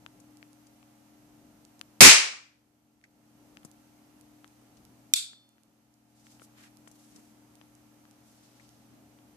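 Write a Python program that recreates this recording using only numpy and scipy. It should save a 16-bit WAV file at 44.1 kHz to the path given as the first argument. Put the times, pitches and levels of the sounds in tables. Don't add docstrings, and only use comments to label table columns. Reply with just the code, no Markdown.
import sys
import numpy as np
from scipy import signal
from scipy.fft import rfft, irfft
from scipy.io import wavfile
from scipy.ndimage import uniform_filter1d, minimum_filter1d

SR = 44100
rng = np.random.default_rng(int(sys.argv[2]) if len(sys.argv) > 2 else 0)


def materialize(psi):
    bounded = np.clip(np.atleast_2d(psi).T, -1, 1)
    quanta = np.round(bounded * 32767).astype(np.int16)
    wavfile.write(sys.argv[1], SR, quanta)


N = 412776
T = np.arange(N) / SR

# freq_hz, gain_db
BLAST_SPECTRUM = [(60, -35), (170, -22), (400, -14.5), (750, -11.5), (1200, -5.5), (1650, -5.5), (2350, 1),
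                  (3400, -6), (5500, -1.7), (7800, -3.5), (10000, -8), (12000, -14), (14500, -19.5)]
# freq_hz, gain_db
OVERLOAD_RUMBLE_SPECTRUM = [(25, -5), (60, -2), (150, -0.5), (320, 1.5), (500, -3), (1000, -6),
                            (2000, -15.5), (4000, -36)]
# freq_hz, level_db, t60_s
FRAME_MODES = [(1360, -22, 0.018), (2400, -10, 0.018), (3640, -4, 0.025), (4420, -13, 0.017),
               (5480, -6, 0.014), (5790, -5.5, 0.013), (7360, -8.5, .009), (7226, -1, 0.015),
               (8410, 0.5, 0.012), (9830, -19, 0.0092), (11960, -15, .005), (14200, -37, .004),
               (3540, -28, 0.56), (3639, -49, .42), (4360, -39, 0.66), (4580, -32, 0.42), (5001, -46, 0.48),
               (5200, -51, 0.72)]
# freq_hz, gain_db
FRAME_RADIATION = [(900, -47), (1350, -18.5), (1950, -25), (2400, -11.5), (2900, -17.5), (3600, 1),
                   (4050, -5), (4450, -4), (5100, -9.5), (6400, -10.5), (7600, -2), (10000, -8.5),
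                   (12000, -12), (14000, -16)]
# start_s, peak_db, centre_hz
GRIP_KNOCKS = [(.063, -30.5, 1700), (.428, -37, 1400), (1.8131, -23.5, 2770), (3.571, -35.5, 1900),
               (3.6495, -40, 332), (4.4443, -38.5, 1550), (5.333, -36, 1350), (6.2682, -37.5, 1450),
               (6.3968, -42, 1400), (6.4186, -41.5, 800), (6.875, -39.5, 950), (7.6136, -42.5, 1300),
               (9.1881, -48, 1400)]
GRIP_TICKS = [0.3713, 1.651, 1.794, 3.715, 4.2114, 4.8517, 5.4915, 5.6346, 6.771, 7.5546, 8.6915]
# start_s, peak_db, centre_hz
FINGER_SLIPS = [(.201, -43.5, 7500), (.6687, -46, 6500), (3.0402, -40, 5500), (3.6492, -34, 7650),
                (4.7706, -49, 5150), (6.878, -42, 7700), (6.9145, -42, 7400), (7.1612, -42, 6200)]
# start_s, peak_db, pan_db
HOLLOW_TAPS = [(3.039, -38, -1.5), (8.597, -49, 12)]
# freq_hz, gain_db
CASE_RESPONSE = [(150, 15), (500, 6), (900, 1), (1300, 6), (1900, 2), (2900, 1), (4000, -4.5), (7000, -3)]
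# middle_s, half_width_s, level_db, centre_hz
CLOTH_STROKES = [(6.269, .13, -64, 5900), (6.432, .029, -62, 7900), (6.623, .045, -64, 6500),
                 (6.621, 0.053, -60, 1750), (7.099, 0.2, -66.5, 6800), (7.174, 0.059, -61.5, 220),
                 (8.317, 0.073, -67.5, 7500), (8.532, .28, -68.5, 4860), (8.962, 0.06, -66, 181)]
# pitch_hz, level_db, pan_db
HUM_LINES = [(120, -69.5, 3), (218.7, -70.5, 2.5), (259, -72, -0.5), (299.8, -64.5, 4.5),
             (553.3, -81.5, -1.5), (708, -81, 0.5), (838, -81, 0), (916, -85.5, 0.5), (1220, -89, 0),
             (1352, -86, 1)]
# freq_hz, gain_db
AIR_SPECTRUM = [(20, -14), (35, -10.5), (60, -1), (110, -7), (240, -1), (450, -10), (740, -7.5),
                (1100, -13), (1700, -17.5), (2950, -20), (3500, -23), (5700, -22), (6250, -20), (6900, -23),
                (11600, -23.5), (12400, -17), (13200, -24)]
# freq_hz, t60_s
ROOM_DECAY = [(100, 0.3), (400, .43), (1100, .45), (2400, .44), (5500, .41), (8000, .36), (10500, .29),
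              (14000, 0.23)]
# freq_hz, gain_db
PORT_RESPONSE = [(30, -6), (150, 0.5), (1000, -0.5), (2500, 1), (5500, 1.5), (8000, 1.5), (11000, 0.5),
                 (14500, -3.5)]


def shot(gain_db=42, jet_db=5, jet_t60_s=0.059, pan_db=1.5,
         rumble_db=-5.5, rumble_s=0.08, rumble_t60_s=0.99, front_db=13):
    t = T[:SR]
    jet = unit(rng.standard_normal((2, SR)) * fade(t, jet_t60_s))
    bang = unit(colour(amp(jet_db) * jet + room(), BLAST_SPECTRUM))
    bang *= np.hypot(1, amp(jet_db))
    rumble_noise = colour(rng.standard_normal((2, SR)), OVERLOAD_RUMBLE_SPECTRUM)
    envelope = fade(t, rumble_t60_s) + amp(front_db) * fade(t, jet_t60_s)
    rumble = unit(rumble_noise * envelope / (1 + (t / rumble_s) ** 20))
    return amp(gain_db) * (pan(pan_db) * bang + amp(rumble_db) * rumble)


def cocking(gain_db=16.5, room_db=-6, crack_db=-7.5, crack_t60_s=0.012, left_lag_s=0.00018):
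    t = T[:SR]
    ring = sum(amp(db) * np.sin(2 * np.pi * hz * t) * fade(t, t60_s) * (-1) ** k
               for k, (hz, db, t60_s) in enumerate(FRAME_MODES))
    ring = band(ring, hz=5000, width_hz=18400, order=2)
    left_ring = np.interp(t - left_lag_s, t, ring, left=0)
    burst = rng.standard_normal((2, SR)) * fade(t, crack_t60_s)
    crack = band(burst, hz=6100, width_hz=11200, order=2)
    direct = unit(np.array([left_ring, ring])) + amp(crack_db) * unit(crack)
    echo = colour(room(early_db=-11, t60_scale=0.81), FRAME_RADIATION)
    return amp(gain_db) * (direct + amp(room_db) * unit(echo))


def grip_click(peak_db, hz, width_hz, t60_s, pan_db, rattle_db=-3, port_lag_s=0.0003):
    t = T[:SR // 8]
    rattle = unit(rng.standard_normal((2, len(t))) * fade(t, t60_s))
    push = amp(rattle_db) * rattle * np.sqrt(t60_s / 0.0064)
    near = int(pan_db < 0)
    push[near, 0] += 1
    push[1 - near, int(port_lag_s * SR)] += 1
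    click = colour(band(push, hz, width_hz, order=2), CASE_RESPONSE)
    return amp(peak_db) * pan(pan_db) * click / np.abs(click).max()


def handling(knock_cycles=8.8, faint_knock_db=-48.5, faint_knock_hz=1400, tick_db=-43, faint_tick_db=-46):
    out = np.zeros((2, N))
    faint_knocks = [(start_s, faint_knock_db, faint_knock_hz) for start_s in random_times(6)]
    for start_s, db, hz in GRIP_KNOCKS + faint_knocks:
        add(out, start_s, grip_click(db, hz, width_hz=2.3 * hz, t60_s=knock_cycles / hz, pan_db=10))
    for times_s, db in (GRIP_TICKS, tick_db), (random_times(6), faint_tick_db):
        for start_s in times_s:
            add(out, start_s, grip_click(db, hz=7000, width_hz=7300, t60_s=0.003, pan_db=-15.5))
    for start_s, db, hz in FINGER_SLIPS:
        add(out, start_s, grip_click(db, hz, width_hz=0.73 * hz, t60_s=0.04, pan_db=5.5))
    for start_s, db, pan_db in HOLLOW_TAPS:
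        add(out, start_s, grip_click(db, hz=2020, width_hz=540, t60_s=0.049, pan_db=pan_db))
    return out


def cloth(grain_spread_db=4, catch_db=2, catch_rate_hz=90):
    out = np.zeros((2, N))
    for middle_s, half_width_s, db, hz in CLOTH_STROKES:
        position = np.linspace(-2, 2, int(4 * half_width_s * SR))
        grains = rng.standard_normal((2, len(position)))
        grains *= amp(grain_spread_db * rng.standard_normal(len(position)))
        rustle = level(band(grains, hz, width_hz=0.9 * hz), db)
        add(out, middle_s - 2 * half_width_s, rustle * np.exp(-position ** 2))
    return out * amp(catch_db * drift(catch_rate_hz))


def hum(waver_db=1.3, drift_rad=0.15):
    out = np.zeros((2, N))
    for hz, db, pan_db in HUM_LINES:
        amplitude = np.sqrt(2) * amp(db + waver_db * drift(rate_hz=3))
        phase_rad = 2 * np.pi * hz * T + drift_rad * drift(rate_hz=3.5)
        out += pan(pan_db) * amplitude * np.sin(phase_rad)
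    return out


def air(level_db=-62.5, crossover_hz=650, swell_db=1.84, unshared_gain=0.65):
    lowpass = signal.butter(2, crossover_hz, fs=SR, output="sos")
    highpass = signal.butter(2, crossover_hz, "high", fs=SR, output="sos")
    shared = signal.sosfilt(lowpass, rng.standard_normal(N))
    hiss = signal.sosfilt(highpass, rng.standard_normal((2, N)))
    draught = shared * amp(swell_db * drift(rate_hz=6)) + unshared_gain * rng.standard_normal((2, N))
    return level(colour(pan(db=2) * draught + pan(db=-3) * hiss, AIR_SPECTRUM), level_db)


def room(early_db=-7, ceiling_s=0.021, t60_scale=1):
    t = T[:SR]
    spectrum = rfft(rng.standard_normal((2, SR)))
    centres_hz = np.geomspace(80, 16000, 14)
    tail = 0
    for hz, share in zip(centres_hz, np.eye(len(centres_hz))):
        weight = curve_at(np.c_[centres_hz, share], np.arange(spectrum.shape[1]))
        tail = tail + irfft(spectrum * weight) * fade(t, t60_scale * curve_at(ROOM_DECAY, hz))
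    return unit(tail * np.where(t < ceiling_s, amp(early_db), 1) * (t > 0.003))


def gain_control(x, limit_db=0.36, range_db=9, hold_s=0.89, release_db_per_s=20):
    peak_db = 20 * np.log10(np.abs(x).max(axis=0) + 1e-9)
    over_db = np.clip(peak_db - limit_db, 0, range_db)
    half_hold = int(hold_s * SR / 2)
    held_db = -minimum_filter1d(-over_db, 2 * half_hold + 1, origin=half_hold, mode="constant")
    cut_db = np.maximum.accumulate(held_db + release_db_per_s * T) - release_db_per_s * T
    return x * amp(-uniform_filter1d(cut_db, size=32))


def amp(db):
    return 10 ** (np.asarray(db) / 20)


def pan(db):
    return amp(np.array([[db], [-db]]) / 2)


def fade(t, t60_s):
    return np.exp(-np.log(1000) * t / t60_s)


def unit(x):
    return x / np.sqrt(np.mean(np.sum(x ** 2, axis=-1)))


def level(x, db):
    return x * amp(db) / np.sqrt(np.mean(x ** 2))


def curve_at(points, hz):
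    freq_hz, value = np.transpose(points)
    return np.interp(np.log(np.maximum(hz, 1)), np.log(freq_hz), value)


def colour(x, points, size=4096):
    gain = amp(curve_at(points, np.arange(size // 2 + 1) * SR / size))
    cepstrum = irfft(np.log(gain))
    cepstrum[1:size // 2] *= 2
    cepstrum[size // 2 + 1:] = 0
    impulse = irfft(np.exp(rfft(cepstrum)))
    return signal.oaconvolve(x, impulse[None], axes=-1)[:, :x.shape[-1]]


def band(x, hz, width_hz, order=1):
    low_hz = np.hypot(hz, width_hz / 2) - width_hz / 2
    edges_hz = [low_hz, min(low_hz + width_hz, 0.47 * SR)]
    return signal.sosfilt(signal.butter(order, edges_hz, "band", fs=SR, output="sos"), x)


def drift(rate_hz):
    step = int(SR / rate_hz)
    knots = rng.standard_normal(N // step + 3)
    return uniform_filter1d(np.interp(T * rate_hz, np.arange(len(knots)), knots), step) * np.sqrt(2)


def random_times(count):
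    return (np.arange(count) + rng.random(count)) * T[-1] / count


def add(out, start_s, x):
    start = int(start_s * SR)
    out[:, start:start + x.shape[1]] += x[:, :N - start]


def scene(shot_s=2.0065, cocking_s=5.1371):
    out = air() + hum() + cloth()
    add(out, shot_s, shot())
    add(out, cocking_s, cocking())
    return out + handling()


def record(dry, overload_db=5, top_hz=14700):
    clipped = np.clip(dry, -amp(overload_db), amp(overload_db))
    smeared = clipped - 2 * band(clipped, hz=3000, width_hz=2100)
    ducked = gain_control(colour(smeared, PORT_RESPONSE))
    lowpass = signal.ellip(8, 0.2, 70, top_hz, fs=SR, output="sos")
    return signal.sosfilt(lowpass, np.clip(ducked, -1, 1))


dry = scene()
out = record(dry)
materialize(out)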